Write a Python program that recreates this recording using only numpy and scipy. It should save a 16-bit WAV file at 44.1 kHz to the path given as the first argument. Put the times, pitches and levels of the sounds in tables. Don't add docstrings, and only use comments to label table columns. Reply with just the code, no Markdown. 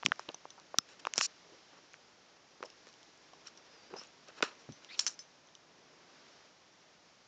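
import sys
import numpy as np
from scipy import signal
from scipy.fft import rfft, irfft, next_fast_len
from scipy.io import wavfile
from scipy.ndimage import uniform_filter1d, minimum_filter1d, map_coordinates

SR = 44100
rng = np.random.default_rng(int(sys.argv[2]) if len(sys.argv) > 2 else 0)


def volts(x):
    e = np.asarray(x, float) / 20
    return 10 ** e


def unload_audio(sound):
    columns = np.transpose(np.atleast_2d(sound))
    steps = np.round(np.clip(columns, -1, 1) * 32767)
    wavfile.write(sys.argv[1], SR, steps.astype(np.int16))


N = 320827

# (time [s], level [dB], pitch [Hz])
WRESTLE_KNOCKS = [(.0278, -37, 900), (0.0324, -29, 1130), (.053, -57, 690), (.062, -28, 2180),
                  (0.0668, -30, 514), (.1196, -11.5, 1500), (0.195, -25.5, 943), (.2899, -38, 580),
                  (0.2999, -40, 520), (0.3443, -36, 710), (.4544, -31, 750), (.5797, -46, 880),
                  (.7433, -27.5, 810), (.746, -33.5, 900), (0.7864, -22.5, 1150), (1.0521, -27.5, 1200),
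                  (1.0701, -18, 1036), (1.159, -39, 760), (1.1797, -23, 520), (1.1878, -29.5, 2220),
                  (1.211, -14.5, 2460), (1.9418, -37, 1810)]
# (time [s], level [dB], pitch [Hz])
THROW_KNOCKS = [(2.6061, -38, 520), (2.6285, -26, 1340), (2.6368, -33, 580), (2.8701, -46, 597),
                (3.3358, -45, 840), (3.939, -28.5, 674), (3.9629, -36, 735), (4.014, -45, 1100),
                (4.2855, -46, 580), (4.4068, -29.5, 710), (4.4263, -24, 1100), (4.4289, -20, 1210),
                (4.6909, -38.5, 517), (4.9927, -27.5, 1970), (5.066, -42, 1430), (5.0711, -34, 1290),
                (5.1923, -44.5, 1890)]
# (time [s], snap level [dB], snap pitch [Hz], level of a thin ring
# near 5.6 kHz [dB])
WRESTLE_SNAPS = [(.0278, -38, 3200, -45), (.0327, -29, 2060, -51), (.053, -29, 4010, -38),
                 (.055, -36, 3050, -37), (.0619, -7, 2800, -11), (.0671, -53, 2540, -38),
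                 (.0865, -53, 2850, -39), (.1197, -26.5, 3240, -39), (.1951, -47, 2100, -32.5),
                 (.2899, -26, 3300, -63), (.3446, -37.5, 3630, -50), (.5047, -37.5, 4030, -37.5),
                 (.7861, -8, 4030, -5), (1.0521, -27.5, 2900, -39), (1.0701, -19.5, 1860, -30.5),
                 (1.1375, -24.5, 2400, -26), (1.159, -56, 3640, -29), (1.18, -19, 2750, -14),
                 (1.1875, -26, 3800, -22), (1.212, -21.5, 1250, -15), (1.9418, -47, 2035, -60)]
# (time [s], snap level [dB], snap pitch [Hz], level of the thin ring near 5.6 kHz
# [dB])
THROW_SNAPS = [(2.6276, -35.5, 2200, -45), (2.6366, -37.5, 2070, -44), (3.94, -41, 2100, -56),
               (4.0717, -63, 3250, -58), (4.2855, -56, 2770, -41), (4.4068, -40, 2620, -56),
               (4.4259, -40, 2550, -28), (4.4282, -34, 2550, -25), (4.4284, -36, 3950, -45),
               (4.9931, -16.5, 4340, -17), (4.9952, -44, 4400, -17), (4.998, -30, 4330, -30),
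               (5.066, -25, 3200, -14), (5.0708, -36, 4400, -25), (5.0758, -26, 4360, -20),
               (5.004, -33, 4000, -30), (5.007, -33, 3000, -36), (5.012, -37.5, 4400, -34),
               (5.084, -44, 4300, -30), (5.192, -41.5, 3070, -31.5)]
# (time [s], level [dB], pitch [Hz])
FAINT_SNAPS = [(.1593, -48, 2200), (0.318, -47, 4400), (0.5993, -44, 4400), (0.998, -56, 3170),
               (1.9353, -50, 4400), (2.6606, -47, 3000), (2.7022, -46, 2820), (2.87, -46, 2100),
               (2.94, -47, 3280), (3.0307, -45.5, 3600), (3.3353, -49.5, 3570), (3.472, -42, 4400),
               (3.575, -45, 4400), (4.0367, -43, 3430), (4.553, -50, 2480), (4.7229, -41, 4060),
               (4.847, -40, 3000), (.0555, -40, 4400), (5.552, -52, 3540), (1.203, -36, 3500),
               (1.2076, -29, 4000), (1.332, -61, 4400), (2.881, -51, 4400), (2.889, -49, 4400),
               (2.929, -51, 4400), (4.439, -31, 4000), (4.4445, -44, 3000)]
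# (time [s], level [dB], push width [ms], floor echo lag [ms], floor echo level [dB])
THREAD_BREAKS = [(0.0321, -27, 0.23, 0.53, -18), (.06192, -13, 0.045, .75, -19),
                 (.1215, -33, .12, 0.57, -7), (1.0525, -29, 0.062, 0.55, -14), (1.0701, -25, 0.13, 0.46, 0),
                 (1.1375, -31, .04, 0.76, -9), (1.9418, -32, 0.083, 0.61, -9), (2.6284, -26, .06, 0.76, -7),
                 (4.4253, -11.5, 0.036, 0.82, 3.5), (4.4281, -7, .06, 0.79, -6.5),
                 (4.9938, -19.5, 0.036, 0.61, -20), (5.066, -21.5, 0.047, 0.62, -19),
                 (5.0703, -25.5, 0.055, 0.89, -4), (5.0755, -32, 0.041, 0.55, -16)]
# (time [s], level [dB], pitch [Hz], decay [ms])
PINGS = [(.7858, -10.5, 5430, 0.23), (.7866, -26, 1197, 0.77), (.0625, -28.5, 1170, 0.56),
         (1.2115, -27, 2560, 1), (3.4715, -45, 5760, .7), (3.938, -43, 660, 2.2), (3.966, -48, 720, 2.),
         (1.1797, -15.5, 5800, 0.17), (1.18, -18, 7500, 0.15), (1.1372, -25, 6700, 0.28),
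         (1.935, -51.5, 2500, 0.81), (1.934, -50, 6500, .8), (3.963, -50, 5050, 5.3),
         (4.071, -53, 6700, 1.), (5.487, -54, 3450, 0.55), (5.551, -52, 3000, 1.3), (5.551, -50, 3700, .8),
         (5.009, -40, 7600, .6)]
# (time [s], length [s], start level [dB], end level [dB])
SWEEPS = [(0.062, 0.014, -50, -61), (0.048, 0.009, -47, -41.5), (1.16, 0.028, -51, -45),
          (1.185, 0.027, -37, -53), (1.214, 0.013, -36, -37), (1.224, 0.043, -32.5, -36),
          (2.648, 0.016, -63, -57), (3.175, 0.0035, -61, -57), (3.479, 0.013, -61, -66),
          (4.433, 0.049, -58, -67), (4.588, 0.036, -69, -69), (4.977, 0.022, -55, -57),
          (4.992, 0.0091, -27.5, -35.5), (5.002, 0.026, -37.5, -51.5), (5.017, 0.073, -49.5, -59.5),
          (5.07, 0.0039, -26, -46), (5.077, 0.011, -31.5, -49), (5.086, 0.061, -47.5, -66),
          (5.199, 0.031, -61, -70)]
# (time [s], length [s], start level [dB], end level [dB], centre [Hz])
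RUBS = [(0.109, 0.0061, -53, -41, 300), (0.191, 0.076, -55, -77, 3000), (.286, 0.038, -43, -68, 700),
        (0.887, 0.051, -59, -64.5, 4060), (0.993, 0.014, -55, -57.5, 4000), (1.182, .02, -36, -58, 2500),
        (1.203, 0.013, -45, -32, 2500), (1.212, 0.051, -53, -52, 2800), (1.727, 0.067, -62.5, -61.5, 800),
        (2.87, 0.039, -64, -68.5, 2500), (3.454, 0.032, -61.5, -51, 3080),
        (3.901, 0.099, -57.5, -59.5, 610), (3.963, 0.1, -58.5, -62, 2510), (4.226, 0.021, -61.5, -62, 690),
        (4.275, 0.034, -53, -59, 1200), (4.363, 0.034, -63, -50.5, 1800), (4.43, 0.024, -35, -43.5, 1790),
        (4.451, 0.085, -44.5, -67, 1800), (4.9, 0.14, -62, -59.5, 3000), (4.991, 0.03, -40.5, -63, 2200),
        (5.074, 0.036, -44.5, -70, 2020), (1.155, 0.025, -54, -52, 1500), (5.016, 0.043, -62, -61, 2000),
        (5.094, 0.032, -57, -70, 2010)]
# (time [s], length [s], start level [dB], end level [dB], centre [Hz])
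PRESSES = [(.05, 0.0051, -27.5, -51, 253), (0.096, 0.0083, -50, -73, 251), (0.576, 0.03, -58.5, -63, 980),
           (0.787, 0.0039, -22, -37, 1150), (1.446, 0.11, -65.5, -58, 513), (2.629, 0.048, -43, -62, 590),
           (3.328, 0.014, -56.5, -54, 695), (3.578, 0.051, -60, -67, 594), (3.928, 0.018, -48.5, -41, 483),
           (3.94, 0.035, -49, -54, 610), (4.4286, 0.0071, -30, -37, 760), (4.691, 0.044, -39, -66, 179),
           (4.437, 0.026, -47, -52, 1290), (4.43, 0.01, -46, -38, 506), (1.221, .043, -49.5, -50.5, 2600),
           (5.076, 0.019, -53, -65, 1530)]
# (time [s], pitch [Hz], level [dB])
CLAW_DRAG = [
    [(4.888, 3230, -64), (4.9, 3700, -53.5), (4.92, 4320, -60), (4.942, 4500, -52), (4.958, 3100, -56.5)],
    [(4.888, 1926, -64), (4.91, 2214, -52), (4.922, 2380, -54), (4.928, 2470, -63), (4.936, 2620, -55),
     (4.96, 2460, -59)],
]
# (time [s], level [dB], pitch [Hz])
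THUDS = [(.052, -33.5, 192), (0.0681, -35, 310), (0.085, -38.5, 234), (0.12, -35, 610), (.291, -36, 422),
         (0.301, -47, 570), (0.4549, -51, 600), (0.7442, -39, 595), (.787, -36, 222), (1.0527, -49, 583),
         (1.0709, -38.5, 590), (1.18, -57, 476), (1.1882, -41.5, 238), (1.2118, -43, 595),
         (2.6067, -50, 440), (2.6277, -39, 447), (2.8715, -50.5, 550), (3.9106, -49, 444),
         (3.9384, -40, 404), (4.0157, -50.5, 490), (4.2899, -48.5, 570), (4.4085, -54, 603),
         (4.4295, -25, 380), (4.691, -37, 175)]
# (pitch [Hz], time to fade by 60 dB [s])
TAG_MODES = [
    (5230, 0.076),
    (5600, 0.047),
    (6080, 0.13),
]
# (time [s], level [dB], struck place [0-2, the mode that rings best], share of full ring time)
CLINKS = [(.072, -55, .5, .4), (1.165, -48, 0, .5), (.345, -32.5, 2, 0.11), (.505, -46.5, 2, 0.3),
          (.787, -42, 0, 1.1), (2.655, -45.5, 0, .37), (2.701, -51, 0, .28), (3.471, -43.5, 1, 0.58),
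          (3.575, -47, .7, 0.51), (3.964, -54, 1.3, .9), (3.976, -46, .6, 0.86), (3.985, -40.5, .55, 0.87),
          (3.995, -39, 0, 0.43), (4.012, -48, .9, .9), (4.725, -56.5, 2, 1.4), (4.975, -51, 1.2, 1.83),
          (4.995, -20.5, .8, 0.29), (5.067, -27.5, 2, 0.24), (5.066, -29, 0, 0.44), (5.078, -31, 2, 0.44),
          (5.141, -53, 2, 0.38), (5.191, -46, 2, 1.1), (5.193, -44, 0.12, 1.1), (5.472, -52.5, 2, 0.095),
          (5.552, -45, 2, 0.11), (3.966, -56, 2, .6)]
# (time [s], pitch [Hz], level [dB])
NOSE_WHISTLE = [
    (3.695, 4750, -80),
    (3.715, 5050, -76),
    (3.745, 5200, -76),
    (3.78, 4850, -76),
    (3.81, 4620, -75),
    (3.85, 4680, -76),
    (3.9, 4850, -77),
    (3.95, 4950, -80),
]
# (time [s], effort [dB], fine fur against dull weight [dB])
SHIFTS = [(0, -68, 4.5), (.22, -62, 0), (.42, -67, 1.5), (1.11, -63.5, -0.5), (1.3, -63.5, 2),
          (2.41, -69, 0), (2.65, -65, 1.5), (3.2, -66, 0.5), (3.85, -63, -0.5), (4.27, -65.5, 1),
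          (4.46, -59, -3.5), (4.61, -64, 0), (5.06, -62.5, 0.5), (5.25, -69, 2), (5.57, -70.5, -1),
          (5.85, -65.5, -2), (6.3, -62.5, 0.5), (6.599, -70, 1.5)]
# (frequency [Hz], level [dB])
HISS_COLOUR = [(18, -43), (30, -7.5), (118, -7.5), (165, -3.5), (214, -7), (344, -6), (415, -9),
               (592, -4.5), (907, -6), (974, -6.5), (4650, -14.5), (6800, -15), (7700, -34), (11200, -74.5),
               (18900, -120)]
# (frequency [Hz], level [dB])
CAMERA_COLOUR = [(20, -20), (60, -8), (130, -.5), (4300, -.5), (5600, 2.5), (6300, -.5), (7400, -1),
                 (7800, -10), (8000, -17), (8400, -15), (8800, -18), (9250, -55), (22050, -90)]


def shaped(count, gain):
    size = next_fast_len(count)
    spectrum = rfft(rng.standard_normal(size)) * gain(np.fft.rfftfreq(size, 1 / SR) + 1)
    noise = irfft(spectrum, size)[:count]
    return noise / np.sqrt(np.mean(noise ** 2))


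def hump(hz, octaves):
    def gain(f):
        bell = np.exp(-.5 * (np.log2(f / hz) / octaves) ** 2)
        return bell / np.sqrt(f) / (1 + (hz / 5 / f) ** 4)
    return gain


def grain(count, rate, spread_db):
    hold = max(int(SR / rate), 1)
    steps = np.repeat(rng.standard_normal(count // hold + 1), hold)
    grip = volts(spread_db * uniform_filter1d(steps, hold)[:count])
    return grip / np.sqrt(np.mean(grip ** 2))


def add(out, s, sound):
    start = max(int(s * SR), 0)
    out[start:start + len(sound)] += sound[:N - start]


def highpass(sound, hz):
    return signal.sosfilt(signal.butter(2, hz, "high", fs=SR, output="sos"), sound)


def ring(hz, ms, phase):
    t, decay_s = np.arange(1200) / SR, ms / 1000
    swell = t / decay_s * np.exp(1 - t / decay_s)
    return highpass(swell * np.sin(2 * np.pi * hz * t + phase), hz / 2)


def glide(table, wobble, wobble_hz):
    s, hz, db = np.transpose(table)
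    t = np.arange(s[0], s[-1], 1 / SR)
    waver = shaped(len(t) + 9000, hump(wobble_hz, 1.4))[:len(t)]
    pitch = np.interp(t, s, hz) * (1 + wobble * waver)
    tone = np.sin(2 * np.pi * np.cumsum(pitch) / SR)
    out = np.zeros(N)
    add(out, s[0], np.sqrt(2) * volts(np.interp(t, s, db)) * tone)
    return out


def snags():
    knock_ms, snap_ms, tick_ms = 0.38, 0.42, 0.36
    tick_hz, edge_hz, edge_db = 5640, 7100, -20.5
    rise_s, floor_late_s, floor_db = .00025, .00078, -12
    releases = [(s, [(db, hz, knock_ms)]) for s, db, hz in WRESTLE_KNOCKS + THROW_KNOCKS]
    faint_snaps = [(s, db, hz, db + 0.5) for s, db, hz in FAINT_SNAPS]
    for s, snap_db, snap_hz, tick_db in WRESTLE_SNAPS + THROW_SNAPS + faint_snaps:
        snap = (snap_db, snap_hz, snap_ms)
        tick = (tick_db, tick_hz, tick_ms)
        edge = (tick_db + edge_db, edge_hz, tick_ms)
        releases.append((s, [snap, tick, edge]))
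    out = np.zeros(N)
    chances = np.tanh(rng.standard_normal((len(releases), 4)))
    for (s, parts), (detune, turn, late, strength) in zip(releases, chances):
        release = np.zeros(1200)
        for db, hz, ms_at_1k in parts:
            decay_ms = ms_at_1k * np.sqrt(1000 / hz)
            release += volts(db) * ring(hz * (1 + 0.014 * detune), decay_ms, phase=2 * turn)
        add(out, s - rise_s, release)
        floor_s = floor_late_s + 0.00019 * late
        add(out, s - rise_s + floor_s, volts(floor_db + 5.1 * strength) * release)
    return out


def thread_breaks():
    lead = 40
    t_ms = np.arange(-lead, 200) / SR * 1000
    out = np.zeros(N)
    for s, db, push_ms, lag_ms, floor_db in THREAD_BREAKS:
        push = np.exp(-.5 * (t_ms / push_ms) ** 2)
        floor = np.exp(-.5 * ((t_ms - lag_ms) / push_ms) ** 2)
        add(out, s - lead / SR, volts(db) * (push + volts(floor_db) * floor))
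    return highpass(out, 900)


def pings():
    out = np.zeros(N)
    for s, db, hz, ms in PINGS:
        add(out, s, volts(db) * ring(hz, ms, phase=0))
    return out


def scrapes():
    sweep_hz, sweep_oct, rub_oct, press_oct = 6070, 0.44, 1.46, 0.51
    floor_lag_ms, floor_db = .72, -7
    rows = [(*row, sweep_hz, sweep_oct) for row in SWEEPS]
    rows += [(*row, rub_oct) for row in RUBS]
    rows += [(*row, press_oct) for row in PRESSES]
    out = np.zeros(N)
    for s, length, start_db, end_db, hz, octaves in rows:
        n = int(max(length, .004) * SR)
        count = np.arange(n)
        edge = np.minimum(np.minimum(count / 60, count[::-1] / 120), 1)
        fibres = shaped(9000, hump(hz, octaves))[:n]
        grip = grain(9000, rate=900, spread_db=2.2)[:n]
        add(out, s, fibres * grip * edge * volts(np.linspace(start_db, end_db, n)))
    floor = map_coordinates(out, [np.arange(N) - floor_lag_ms * SR / 1000], order=3)
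    return out + volts(floor_db) * floor


def claw_drag():
    bands = sum(glide(band, wobble=.09, wobble_hz=350) for band in CLAW_DRAG)
    return bands * grain(N, rate=270, spread_db=3.5)


def thuds():
    decay_ms = 1.055
    out = np.zeros(N)
    for s, db, hz in THUDS:
        bump = highpass(ring(hz, decay_ms, phase=rng.standard_normal()), hz / 3)
        add(out, s - decay_ms / 1000, volts(db + 3.5) * bump)
    return out


def collar_tag():
    off_place_db = -12
    out, t = np.zeros(N), np.arange(9000) / SR
    for s, db, place, share in CLINKS:
        for k, (hz, t60) in enumerate(TAG_MODES):
            detune, phase = rng.standard_normal(2)
            level_db = db + off_place_db * abs(k - place) - 60 * t / (t60 * share)
            onset = np.minimum(t / .0004, 1)
            tone = np.sin(2 * np.pi * hz * (1 + .003 * detune) * t + phase)
            add(out, s, volts(level_db) * onset * tone)
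    return out


def nose_whistle():
    return volts(6) * glide(NOSE_WHISTLE, wobble=.005, wobble_hz=60)


def body_shifting():
    middle_swing, resting_db = 1.5, -66
    s, effort_db, fur_db = np.transpose(SHIFTS)
    weight_level = effort_db - fur_db - .6
    middle_level = resting_db + middle_swing * (effort_db - resting_db)
    fur_level = effort_db + fur_db + .6
    fur_hump = hump(5700, 1.0)
    layers = [(weight_level, hump(420, .7)), (middle_level, hump(1600, 1.0)),
              (fur_level, lambda f: fur_hump(f) / (1 + (f / 7000) ** 10))]
    t = np.arange(N) / SR
    rustle = sum(volts(np.interp(t, s, db) - 4.0) * shaped(N, band) for db, band in layers)
    return rustle * grain(N, rate=47, spread_db=1.0)


def hiss():
    hz, db = np.transpose(HISS_COLOUR[:-2])
    def gain(f):
        return volts(np.maximum(np.interp(np.log(f), np.log(hz), db), -25))
    return volts(-64.5) * shaped(N, gain)


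def room_tail(close):
    t = np.arange(6000) / SR
    fade = volts(-66.5 - 60 * t / 0.093)
    tail = fade * shaped(len(t), hump(2500, 1.7)) * (t > .002)
    return signal.fftconvolve(close, tail)[:N]


def scene():
    close = snags() + thread_breaks() + pings() + scrapes() + claw_drag() + thuds() + collar_tag()
    return (close + room_tail(close) + nose_whistle() + body_shifting() + hiss())[None]


def top_cut(x):
    return signal.sosfilt(signal.butter(12, 16910, fs=SR, output="sos"), x)


def record(dry):
    limit, shaved = .8, .13
    duck_db, duck_s, duck_late_s = -7, 0.029, .004
    hz, db = np.transpose(CAMERA_COLOUR)
    size = next_fast_len(N)
    colour = volts(np.interp(np.log(np.fft.rfftfreq(size, 1 / SR) + 1), np.log(hz), db))
    x = irfft(rfft(dry, size) * colour, size)[:, :N]
    safe_gain = np.minimum(limit / (np.abs(x) + 1e-9), 1)
    x = x * uniform_filter1d(minimum_filter1d(safe_gain, size=241), size=121)
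    top = np.argmax(np.abs(x[0]))
    x[0, top] -= shaved * np.sign(x[0, top])
    since = (np.arange(N) - top) / SR - duck_late_s
    dip = np.clip(since / .004, 0, 1) * np.exp(-np.abs(since) / duck_s)
    x = x * volts(duck_db * dip)
    x = signal.sosfilt(signal.ellip(8, .2, 70, 16300, fs=SR, output="sos"), x)
    return top_cut(x)


dry = scene()
out = record(dry)
unload_audio(out)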